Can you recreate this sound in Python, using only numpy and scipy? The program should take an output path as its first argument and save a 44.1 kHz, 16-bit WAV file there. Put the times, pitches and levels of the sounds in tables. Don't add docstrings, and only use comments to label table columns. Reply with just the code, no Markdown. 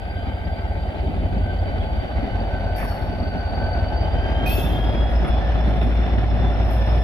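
import sys
import numpy as np
from scipy import signal
from scipy.io import wavfile
from scipy.ndimage import uniform_filter1d, map_coordinates

SR = 44100
rng = np.random.default_rng(int(sys.argv[2]) if len(sys.argv) > 2 else 0)


def file_out(sig):
    cols = np.atleast_2d(sig).T
    lim = np.clip(cols, -1, 1)
    pcm = np.round(lim * 32767).astype(np.int16)
    wavfile.write(sys.argv[1], SR, pcm)


def boost_factor(decibels):
    exponent = np.asarray(decibels, float) / 20
    return 10 ** exponent


N = 310023
T = np.arange(N) / SR

# (frequency [Hz], likeness [0..1])
PORT_LIKENESS = [(40, .3), (90, .3), (170, .65), (300, .55), (450, .55), (650, .87), (850, .82),
                 (1150, .55), (1400, .5), (2000, .4), (2400, .5), (3900, .45), (6000, .35)]
# (frequency [Hz], lead of the left port [rad])
RING_LEAD = [(2490, .1), (2600, 1), (2760, 1.4), (3050, -.7), (3500, -.9), (4450, 1), (5400, .3),
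             (10800, -1)]


def evened(x):
    return x / np.sqrt(np.mean(abs(x) ** 2) + 1e-20)


def read(points, hz):
    f, value = np.transpose(points)
    return np.interp(np.log(hz + 1), np.log(f + 1), value)


def columns(rows, t=T):
    s, *values = np.transpose(rows)
    return [np.interp(t, s, v) for v in values]


def drift(hz, size=N):
    r = np.exp(-32 * np.pi * hz / SR)
    coarse = np.arange(size // 16 + 2)
    a, b = rng.standard_normal((2, len(coarse) + 2000))
    slow = signal.lfilter([1], [1, -2 * r, r * r], a + 1j * b)[2000:]
    return np.interp(np.arange(size) / 16, coarse, evened(slow))


def ports(hz):
    # (frequency [Hz], left minus right [dB])
    lean_db = [(60, 5.5), (250, -1), (500, 1), (950, -0.5), (1900, -0.5), (3000, 0.5), (3800, 0),
               (7000, 12.5), (12000, 4.5), (15000, 5.5)]
    # (frequency [Hz], lead of the left port [rad])
    port_lead = [(90, 0), (250, 0.12), (450, .55), (650, .45), (850, 0.62), (1150, 1.6), (1400, 1.15),
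                 (2000, 1.5), (2400, 1.5), (3100, 2.1), (3900, 5.2)]
    lean = boost_factor(read(lean_db, hz) / 2)
    return np.array([lean * np.exp(1j * read(port_lead, hz)), 1 / lean])


def noise(colour, patchy_db, like=0.99, size=N):
    frames, hz = size // 256 + 5, np.fft.rfftfreq(1024, 1 / SR)[:, None]
    a, b, c, d, patches = rng.standard_normal((frames, 513, 5)).T
    patches = uniform_filter1d(patches, size=8, axis=0)
    patches = evened(uniform_filter1d(patches, size=12, axis=1))
    same = np.clip(like * read(PORT_LIKENESS, hz), 0, 1)
    left = a + 1j * b
    z = np.array([left, same * left + np.sqrt(1 - same ** 2) * (c + 1j * d)])
    outside = (hz < colour[0][0]) | (hz > colour[-1][0])
    z *= boost_factor(read(colour, hz) - 60 * outside + patchy_db * patches) * ports(hz)
    out = signal.istft(z, nperseg=1024, noverlap=768)[1][:, :size]
    return out / np.sqrt(np.mean(out.mean(0) ** 2))


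def tone(turns, hz, blur_hz, steady, t=T, lead=None):
    same = np.clip(read(PORT_LIKENESS, hz), 0, 1)
    left, other = drift(blur_hz, len(t)), drift(blur_hz, len(t))
    fuzz = np.array([left, same * left + np.sqrt(1 - same ** 2) * other])
    gains = ports(hz)[:, None]
    if lead is not None:
        gains = abs(gains) * np.exp(1j * np.array([lead + 0 * t, 0 * t]))
    wave = (steady + np.sqrt(1 - steady ** 2) * fuzz) * gains * np.exp(2j * np.pi * turns)
    return np.sqrt(2) * wave.real


def voices(speed, table, beams):
    # (time [s], level [dB])
    nearness = [(0.0, -5), (0.96, -2.5), (1.5, -2), (2.3, -0.5), (2.7, 0), (3.15, -1.5), (3.56, 0),
                (4.17, 1.6), (4.48, 3), (4.72, 2), (5.4, 1.7), (5.8, 0.5), (6.03, -0.5), (6.85, 1.4),
                (7.03, 1)]
    idle, full = 5.45, 6.3
    throttle = np.clip((speed - idle) / (full - idle), 0, 1)
    near_db = columns(nearness)[0]
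    levels = []
    for (idle_db, gain_db, share), rows in zip(table, beams):
        beam_db = sum(db * np.exp(-((T - s) / width) ** 2) for s, width, db in rows)
        levels.append(idle_db + gain_db * throttle + share * near_db + beam_db)
    return levels


def exhaust(speed, turns):
    # (shaft order [per turn], level against its voice [dB])
    orders = [(8, -15), (9, 0.46), (10, -2.5), (11, -17.5), (12, 0.5), (13, -7), (14, -7.5), (15, -3.5),
              (16, -1), (17, -2), (18, -11.5), (19, -16)]
    order_voice = [3, 0, 1, 3, 2, 2, 3, 3, 3, 3, 3, 3]
    # (level at idle [dB], gain at full throttle [dB], share of the nearness [0..1])
    stack = [
        (-29.5, 10.5, 0.64),
        (-39, 10, 1),
        (-39, -7.5, 0.31),
        (-30.5, -1, 0.95),
    ]
    # (time [s], half width [s], level [dB])
    stack_beams = [
        [(1.4, 0.17, 5.5), (2.45, 0.43, 5)],
        [(0.1, .4, -8), (1.4, 0.48, 17.5), (3.15, 0.99, -13), (5.1, 0.32, 9)],
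        [(0.7, 0.74, 11.5), (1.4, .25, -5), (2.1, 0.22, 14), (4.1, 0.9, 13.5), (5.5, 0.36, 10.5),
         (6.65, 0.28, -12)],
        [(1.4, 0.28, 4.5), (5.0, 0.89, -7.5)],
    ]
    levels, out = voices(speed, stack, stack_beams), np.zeros(N)
    for (k, db), voice in zip(orders, order_voice):
        angle = k * (turns + .064) - .78 + .25 * (k % 3 == 1)
        steady = np.clip(.99 - 0.0087 * (k - 9), 0, 1)
        waver = steady + np.sqrt(1 - steady ** 2) * drift(0.99)
        out += boost_factor(levels[int(voice)] + db) * np.sqrt(2) * (waver * np.exp(2j * np.pi * angle)).real
    return out


def gears(speed, turns):
    mesh = [(158.3, 0), (201.3, 0), (272.3, 1), (282.6, 1), (292.5, 1), (545, 5), (554.8, 2), (565, 6),
            (838, 3), (847.8, 3), (851, 7), (1700, 4)]
    # (level against its voice [dB], blur [Hz])
    mesh_shape = [(-1, 8.6), (-15, 3.5), (-5.5, 12), (3, 9.2), (-22, 15), (6, 14), (8.5, 8), (1.5, 8.3),
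                  (-4, 75), (-2, 29.6), (0, 22), (3, 180)]
    # (time [s], lead of the left port [rad])
    mesh_lead = [(0, -2), (4.45, -1.8), (5.0, -.8), (5.35, .6), (6.1, 0), (7.03, 0)]
    # (level at idle [dB], gain at full throttle [dB], share of the nearness [0..1])
    blower = [
        (-45.5, -1.5, 0.46),
        (-47, -10, 0.14),
        (-65, 4, 0.74),
        (-54.5, -4.5, 0.84),
        (-90, 11.5, .6),
        (-71.5, 5, .5),
        (-72, 0, .5),
        (-68, 6, .6),
    ]
    # (time [s], half width [s], level [dB])
    blower_beams = [
        [(0.0, .35, -4.5), (1.45, 0.19, -23), (3.85, 0.37, 3), (4.25, .1, -2), (5.35, .3, -7),
         (5.95, 0.19, -24), (6.5, .4, -6)],
        [(0.05, .1, -1), (1.05, 0.28, -7.5), (2.1, 0.28, -5), (2.55, 0.049, 4), (2.95, 0.092, 1.5),
         (3.4, 0.19, 5), (3.78, 0.13, 6), (4.05, 0.1, -3), (4.35, 0.092, 5.5), (4.9, .22, -1),
         (5.5, 0.11, 11.5), (6.2, 0.35, -9), (6.85, .2, 4)],
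        [(0.1, 0.15, -8), (3.88, .04, 7), (4.08, .04, 10), (5.0, 0.055, 8), (1.7, 0.11, 1), (2.1, 0.086, 1.5),
         (3.0, 0.35, 0), (4.45, 0.49, 7.5), (5.0, 0.46, 2.5), (5.35, 0.073, 6.5), (5.52, 0.071, -5),
         (6.3, 0.26, 1), (6.8, .2, -4)],
        [(.1, 0.11, 1), (1.2, 0.31, -2.5), (2.9, .1, 1.5), (3.6, 0.56, 6.5), (4.55, 0.19, -16),
         (5.05, .25, -3.5), (5.6, 0.19, -3), (6.3, .2, 0.5), (6.85, 0.31, 6.5)],
        [(1.05, 0.18, 9), (2.8, .2, 9.8), (4.65, 0.39, 8.9), (7.0, 0.38, 7.7)],
        [(4.3, 0.18, 9), (4.75, 0.34, 17)],
        [(.85, .12, 4.4), (1.55, .4, 7.2), (4.7, .3, 7)],
        [(4.55, 0.18, -12), (5.1, .3, 4.5), (6.3, .7, -6)],
    ]
    levels, turning = voices(speed, blower, blower_beams), columns(mesh_lead)[0]
    out = np.zeros((2, N))
    for (k, voice), (db, blur_hz) in zip(mesh, mesh_shape):
        flutter_db = 3.0 * drift(40.).real
        lead = turning if voice in (2, 5, 6) else None
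        steady = 0.78 * (blur_hz < 20)
        line = tone(k * turns, k * speed.mean(), blur_hz, steady, T, lead)
        out += boost_factor(levels[int(voice)] + db + flutter_db) * line
    return out


def roar(speed, turns):
    # (frequency [Hz], density [dB/Hz])
    rumble = [(33, -18), (40, -3.5), (70, 2.5), (110, -1), (160, -6), (205, -5.5), (240, -3.5), (285, -11),
              (400, -10), (500, -23.5), (600, -9)]
    # (frequency [Hz], density [dB/Hz])
    body = [(260, -22), (450, -12), (513, -7), (561, -4.5), (718, 0), (876, -9.5), (1040, -25), (1100, -43),
            (1430, -35), (2420, -120)]
    # (frequency [Hz], density [dB/Hz])
    clatter_colours = [
        [(560, -51), (950, -14), (1180, -3.5), (1520, -3.5), (1790, -7.5), (2010, -1.5), (2840, -8.5),
         (3080, -7), (4320, -18), (4640, -27), (4990, -28.5), (8000, -49), (10400, -69), (17600, -120)],
        [(560, -24), (950, -2), (1110, -1), (1700, -2), (2400, -7.5), (2700, -7.5), (3080, -9.5), (3490, -9.5),
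         (4770, -23.5), (5360, -27), (5860, -28), (8000, -66.5), (10400, -94), (17600, -120)],
    ]
    # (level at idle [dB], gain at full throttle [dB], share of the nearness [0..1])
    panels = [
        (-31.5, 2.83, 0.87),
        (-33.5, 0.19, 0.82),
        (-43, 2.85, 0.9),
    ]
    # (time [s], half width [s], level [dB])
    panel_beams = [
        [(1.37, 0.15, 3), (2.3, 0.12, -2), (1.75, .12, 3), (1.2, .07, 3), (3.2, .12, 2.5), (6.85, .12, -3),
         (5.85, 0.065, 2.5), (5.45, .1, -4.5), (3.4, 0.086, -3), (1.585, 0.087, -2.5)],
        [(2.7, 0.32, 2.2), (3.7, .15, 2.8), (3.98, .1, 2), (4.72, .1, -2.5)],
        [(0.2, 0.25, 1.3), (6.05, 0.17, 1.4)],
    ]
    rumble_db, body_db, clatter_db = voices(speed, panels, panel_beams)
    thump = np.cos(2 * np.pi * (3 * turns + 0.13)) + 1.58 * np.cos(2 * np.pi * (6 * turns + 0.26))
    firing = np.cos(2 * np.pi * 16 * turns)
    gust = drift(26.0).real * np.sqrt(2)
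    out = boost_factor(rumble_db + 1.5 + 0.32 * thump + 1.88 * gust) * noise(rumble, 0.62)
    out += boost_factor(body_db + 0.65 + 0.44 * thump + 0.66 * gust) * noise(body, 0.66)
    near = np.clip(T / 4.9, 0, 1)
    clatter = np.sqrt(1 - near) * noise(clatter_colours[0], 1.9)
    clatter += np.sqrt(near) * noise(clatter_colours[1], 0.96)
    return out + boost_factor(clatter_db - 1.08 + 0.48 * thump + 0.85 * firing + 1.13 * gust) * clatter


def flanges():
    # (peak time [s], level [dB], rise [dB/s], fall [dB/s])
    scrapes = [
        [(2.762, -51, 4000, 700), (2.785, -51, 1500, 300), (2.8, -54.5, 300, 85), (2.84, -57, 300, 122),
         (2.89, -61.5, 400, 90)],
        [(4.462, -56, 4000, 300), (4.478, -47.5, 900, 65), (4.538, -50, 124, 300), (4.6, -46, 112, 101)],
        [(5.118, -60, 196, 331), (5.282, -59, 131, 600), (5.338, -63, 198, 177)],
        [(5.684, -67, 170, 40), (5.822, -68, 1500, 144)],
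        [(6.66, -66, 107.5, 60), (6.708, -56, 3000, 220), (6.79, -67, 200, 199.5), (6.85, -72, 200, 100),
         (6.91, -74, 300, 150), (7.01, -70, 200, 60)],
    ]
    # (frequency [Hz], density [dB/Hz])
    grinds = [
        [(3000, -29), (5400, -32), (7600, -20), (9500, -15), (11800, 1), (14000, -9), (15600, -20)],
        [(2000, -30), (3500, -19), (5500, -26), (7500, -40.5), (9500, -28), (12000, -13), (14000, -22),
         (15600, -31.5)],
    ]
    # (ring against its curve [dB], grind against its curve [dB])
    shares = [(1.5, -3), (3.5, -0.5), (-4.5, -15), (-3, -7), (-3, -4)]
    # (frequency [Hz], width [Hz], level [dB], swell [dB/s])
    far_wheel = [(1752, 30, -3, 0), (1985, 30, -6, 0), (2770, 28, -9, 20), (3530, 34, -14, 20),
                 (4461, 25, -9, 70), (5420, 250, -19, 45), (6300, 260, -27, 0), (9590, 300, -23, 20),
                 (10600, 200, -24, 10), (11700, 160, -23, 0), (13200, 160, -25, 0)]
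    # (frequency [Hz], width [Hz], level [dB], swell [dB/s])
    near_wheel = [(2490, 40, -20, -250), (2580, 16, -8, -25), (2602, 16, -8, -25), (2757, 14, -8, 10),
                  (3200, 40, -13, 20), (3481, 22, -16, 60), (3520, 30, -15, 60), (4457, 30, -18, 0),
                  (3330, 60, -17, 20), (3900, 120, -25, 0), (4950, 120, -33, 0), (5378, 50, -18, 0),
                  (5572, 40, -23, 20), (6115, 40, -31, 0), (6325, 60, -27, 10), (7025, 40, -33, 30),
                  (7246, 40, -34, 25),
                  (8193, 40, -38, 10), (9103, 40, -33, 10), (9480, 40, -35, 10), (10002, 24, -21, 40),
                 (10551, 60, -28, 10), (10810, 30, -16, 0), (11461, 60, -27, 10), (11907, 30, -14, 0),
                 (12285, 30, -12, -25), (12699, 40, -25, 30), (13860, 70, -25, 10), (14400, 40, -29, 0),
                 (14530, 40, -26, 0), (15057, 60, -29, 12)]
    # (frequency [Hz], width [Hz], level [dB])
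    squeaks = [
        [(10000, 29, -10), (10800, 35, -4.5), (11900, 62, -18), (14400, 90, -15)],
        [(10100, 69, -1), (10700, 170, 2.5), (12200, 82, -2), (14900, 31, -3)],
        [(9050, 27, -15), (10100, 69, -6), (10800, 37, -2), (12300, 59, -7), (12900, 82, -13), (13650, 50, -10),
         (14400, 140, -12), (14900, 44, -4)],
    ]
    lead_in_s, ring_out_s = .12, .45
    wheels = [far_wheel, near_wheel, *squeaks]
    out = np.zeros((2, N))
    for k, (rows, rings, (ring_db, grind_db)) in enumerate(zip(scrapes, wheels, shares)):
        start_s, _, first_rise, _ = rows[0]
        first = round((start_s - lead_in_s) * SR)
        t = T[first:first + SR]
        age = np.clip(t - start_s, 0, ring_out_s) - .1
        ring = np.zeros((2, len(t)))
        for hz, width, db, *swell in rings:
            level = boost_factor(db + sum(swell) * age + 3.8 * drift(19.0, len(t)).real) * np.sqrt(width)
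            ring += level * tone(hz * t, hz, 0.79 * width, 0.46, t, read(RING_LEAD, hz))
        ring /= np.sqrt(sum(width * boost_factor(2 * db) for _, width, db, *_ in rings))
        grind = noise(grinds[k] if k < 2 else grinds[1][-4:], 3.6, size=len(t))
        slips_db = 2.0 * drift(40., len(t)).real
        fade_db = 22 * age * (k > 0)
        both = boost_factor(ring_db) * ring + boost_factor(grind_db + slips_db - fade_db) * grind
        touch = boost_factor(np.minimum(first_rise * (t - start_s), 0))
        pressure = sum(boost_factor(db + np.minimum(rise * (t - s), fall * (s - t))) for s, db, rise, fall in rows)
        out[:, first:first + len(t)] += pressure * both * touch
    return out


def pings():
    # (time [s], frequency [Hz], level [dB], held [s], t60 [s])
    strikes = [(0.16, 3065, -49.5, .065, .06), (.3, 3060, -51, 0.013, .15), (.165, 3395, -59, .14, .1),
               (2.893, 4461, -50, 0.037, .12), (2.95, 4461, -56, .025, .08), (3.0, 4461, -57, .03, .08),
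               (2.83, 3530, -63, .05, .1), (4.457, 2490, -42, .012, .1), (4.468, 2580, -43, 0.11, .6),
               (4.475, 2602, -39.5, .09, .5), (4.49, 2757, -47, 0.071, .3), (4.57, 2757, -41, .02, 0.54),
               (4.472, 4100, -53, .02, .12), (4.49, 3520, -50, .08, .2), (4.598, 3495, -43, .035, .25),
               (4.655, 3510, -46, .02, .1), (4.66, 5572, -61, .05, .3), (4.5, 6325, -64, .12, .2),
               (4.725, 3500, -46, 0.045, 0.27), (4.84, 3495, -51, .04, .2), (4.512, 4457, -48.5, 0.032, .2),
               (4.625, 4457, -51, .025, .15), (4.512, 5378, -51, .075, .25), (4.575, 3330, -50, .03, 0.13),
               (6.707, 13650, -65, .03, .15), (6.775, 12300, -73, .03, .08), (6.865, 13750, -76, .04, .06),
               (6.9, 10800, -71, .03, .15), (2.79, 1752, -47, .06, .15), (2.82, 5400, -63, .05, .1),
               (2.91, 5420, -66, .04, .1), (7.0, 10100, -70, .03, .1)]
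    out = np.zeros((2, N))
    for s, hz, db, held, t60 in strikes:
        first, t = round(s * SR), T[:round(.6 * SR)]
        fade = boost_factor(db - 60 * np.maximum(t - held, 0) / t60) * (1 - np.exp(-t / 0.0018))
        ring = fade * tone(hz * t, hz, 23.0, 0.86, t, read(RING_LEAD, hz))
        out[:, first:first + len(t)] += ring[:, :N - first]
    return out


def knocks():
    # (time [s], level [dB], lowest [Hz], highest [Hz], t60 [s])
    jolts = [(0.15, -71, 3380, 3700, 0.58), (1.8, -55.5, 3200, 3450, 0.48), (1.022, -31.5, 34, 480, 0.46),
             (1.32, -41, 40, 310, 0.27), (2.147, -39.5, 40.3, 320, 0.23), (2.225, -35, 225, 280, 0.22),
             (2.33, -40, 200, 298, .5), (1.36, -38, 120, 250, 0.33), (1.79, -35, 116, 229, 0.56),
             (1.949, -35.5, 190, 350, 0.16), (3.099, -40.5, 194, 272, 2.6), (2.311, -30.5, 27, 320, 0.21),
             (2.78, -50, 1900, 2700, 0.28), (2.798, -42.5, 1000, 2700, 0.41),
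             (2.847, -31.5, 780, 1100, 0.042), (2.88, -47, 1310, 2300, 0.18), (2.915, -43, 800, 2000, 0.11),
             (2.826, -32, 600, 1610, 0.043), (4.5, -37, 1490, 2600, .08), (3.023, -39, 40, 400, 0.2),
             (4.46, -43.5, 780, 2950, 0.29), (4.58, -25.5, 100, 455, 0.072), (5.225, -28, 36, 400, 0.31),
             (5.24, -44, 940, 2900, 0.44), (5.812, -41, 970, 3900, 0.17), (6.069, -32, 35, 292, 0.12),
             (4.495, -32.5, 230, 400, 0.17), (5.83, -31.5, 180, 290, .4), (5.04, -35, 140, 320, .5),
             (.27, -39, 120, 270, 0.33), (3.35, -36.5, 190, 280, .25), (6.706, -65.5, 6000, 15500, .12),
             (4.458, -50, 2000, 6500, .06)]
    out = np.zeros((2, N))
    for s, db, low_hz, high_hz, t60 in jolts:
        first, t = round(s * SR), T[:round(t60 * SR)]
        band = [(low_hz, -8), (np.sqrt(low_hz * high_hz), 0), (high_hz, -9)]
        burst = noise(band, 2.5, size=len(t))
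        out[:, first:first + len(t)] += boost_factor(db - 60 * t / t60 + 6.5) * (1 - np.exp(-t / 0.003)) * burst
    return out


def scene():
    # (time [s], speed [turns/s])
    shaft = [(0.0, 5.544), (0.35, 5.543), (0.7, 5.513), (1.4, 5.467), (2.1, 5.444), (2.45, 5.439),
             (3.5, 5.399), (3.85, 5.409), (4.2, 5.553), (5.25, 6.137), (5.6, 6.27), (5.95, 6.325),
             (6.3, 6.312), (7.03, 6.246)]
    # (time [s], extra delay [ms])
    swing = [(0.0, .07), (1.9, .07), (2.6, .01), (7.03, -.01)]
    speed = columns(shaft)[0]
    turns = np.cumsum(speed) / SR
    left, right = exhaust(speed, turns) + gears(speed, turns) + roar(speed, turns)
    later = np.arange(N) - columns(swing)[0] * SR / 1000
    right = map_coordinates(right, [later], order=3, mode="nearest")
    return np.array([left, right]) + flanges() + pings() + knocks()


def top_cut(x):
    return signal.sosfilt(signal.butter(12, 15770, fs=SR, output="sos"), x)


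def record(dry):
    # (start [s], end [s], level [dB])
    bass_cuts = [(.37, .4, -8), (.56, .585, -12), (0.898, 0.966, -12), (2.02, 2.13, -12), (2.26, 2.31, -17),
                 (2.953, 3.01, -10), (5.269, 5.293, -28), (6.06, 6.117, -4.5)]
    # (frequency [Hz], density [dB/Hz])
    hiss_colour = [(6000, -6.5), (7400, -2), (9300, -.5), (11700, 1), (14000, -2.5), (15760, -1.5)]
    cut_db = sum(db * ((T > start) & (T < end)) for start, end, db in bass_cuts)
    cut_db = uniform_filter1d(uniform_filter1d(cut_db, size=500), size=400)
    bass = signal.sosfiltfilt(signal.butter(2, 140., fs=SR, output="sos"), dry)
    low_cut = signal.butter(1, 10., "high", fs=SR, output="sos")
    guarded = signal.sosfilt(low_cut, dry) - bass * (1 - boost_factor(cut_db))
    duck_db = 3 * np.clip(T - 4.4, 0, 1)
    hiss_db = -73 + np.array([[2.5], [-3.5]]) - duck_db
    hiss = boost_factor(hiss_db) * noise(hiss_colour, .6, like=.6)
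    ceiling = 0.95
    return top_cut(ceiling * np.tanh(guarded / ceiling) + hiss)


dry = scene()
out = record(dry)
file_out(out)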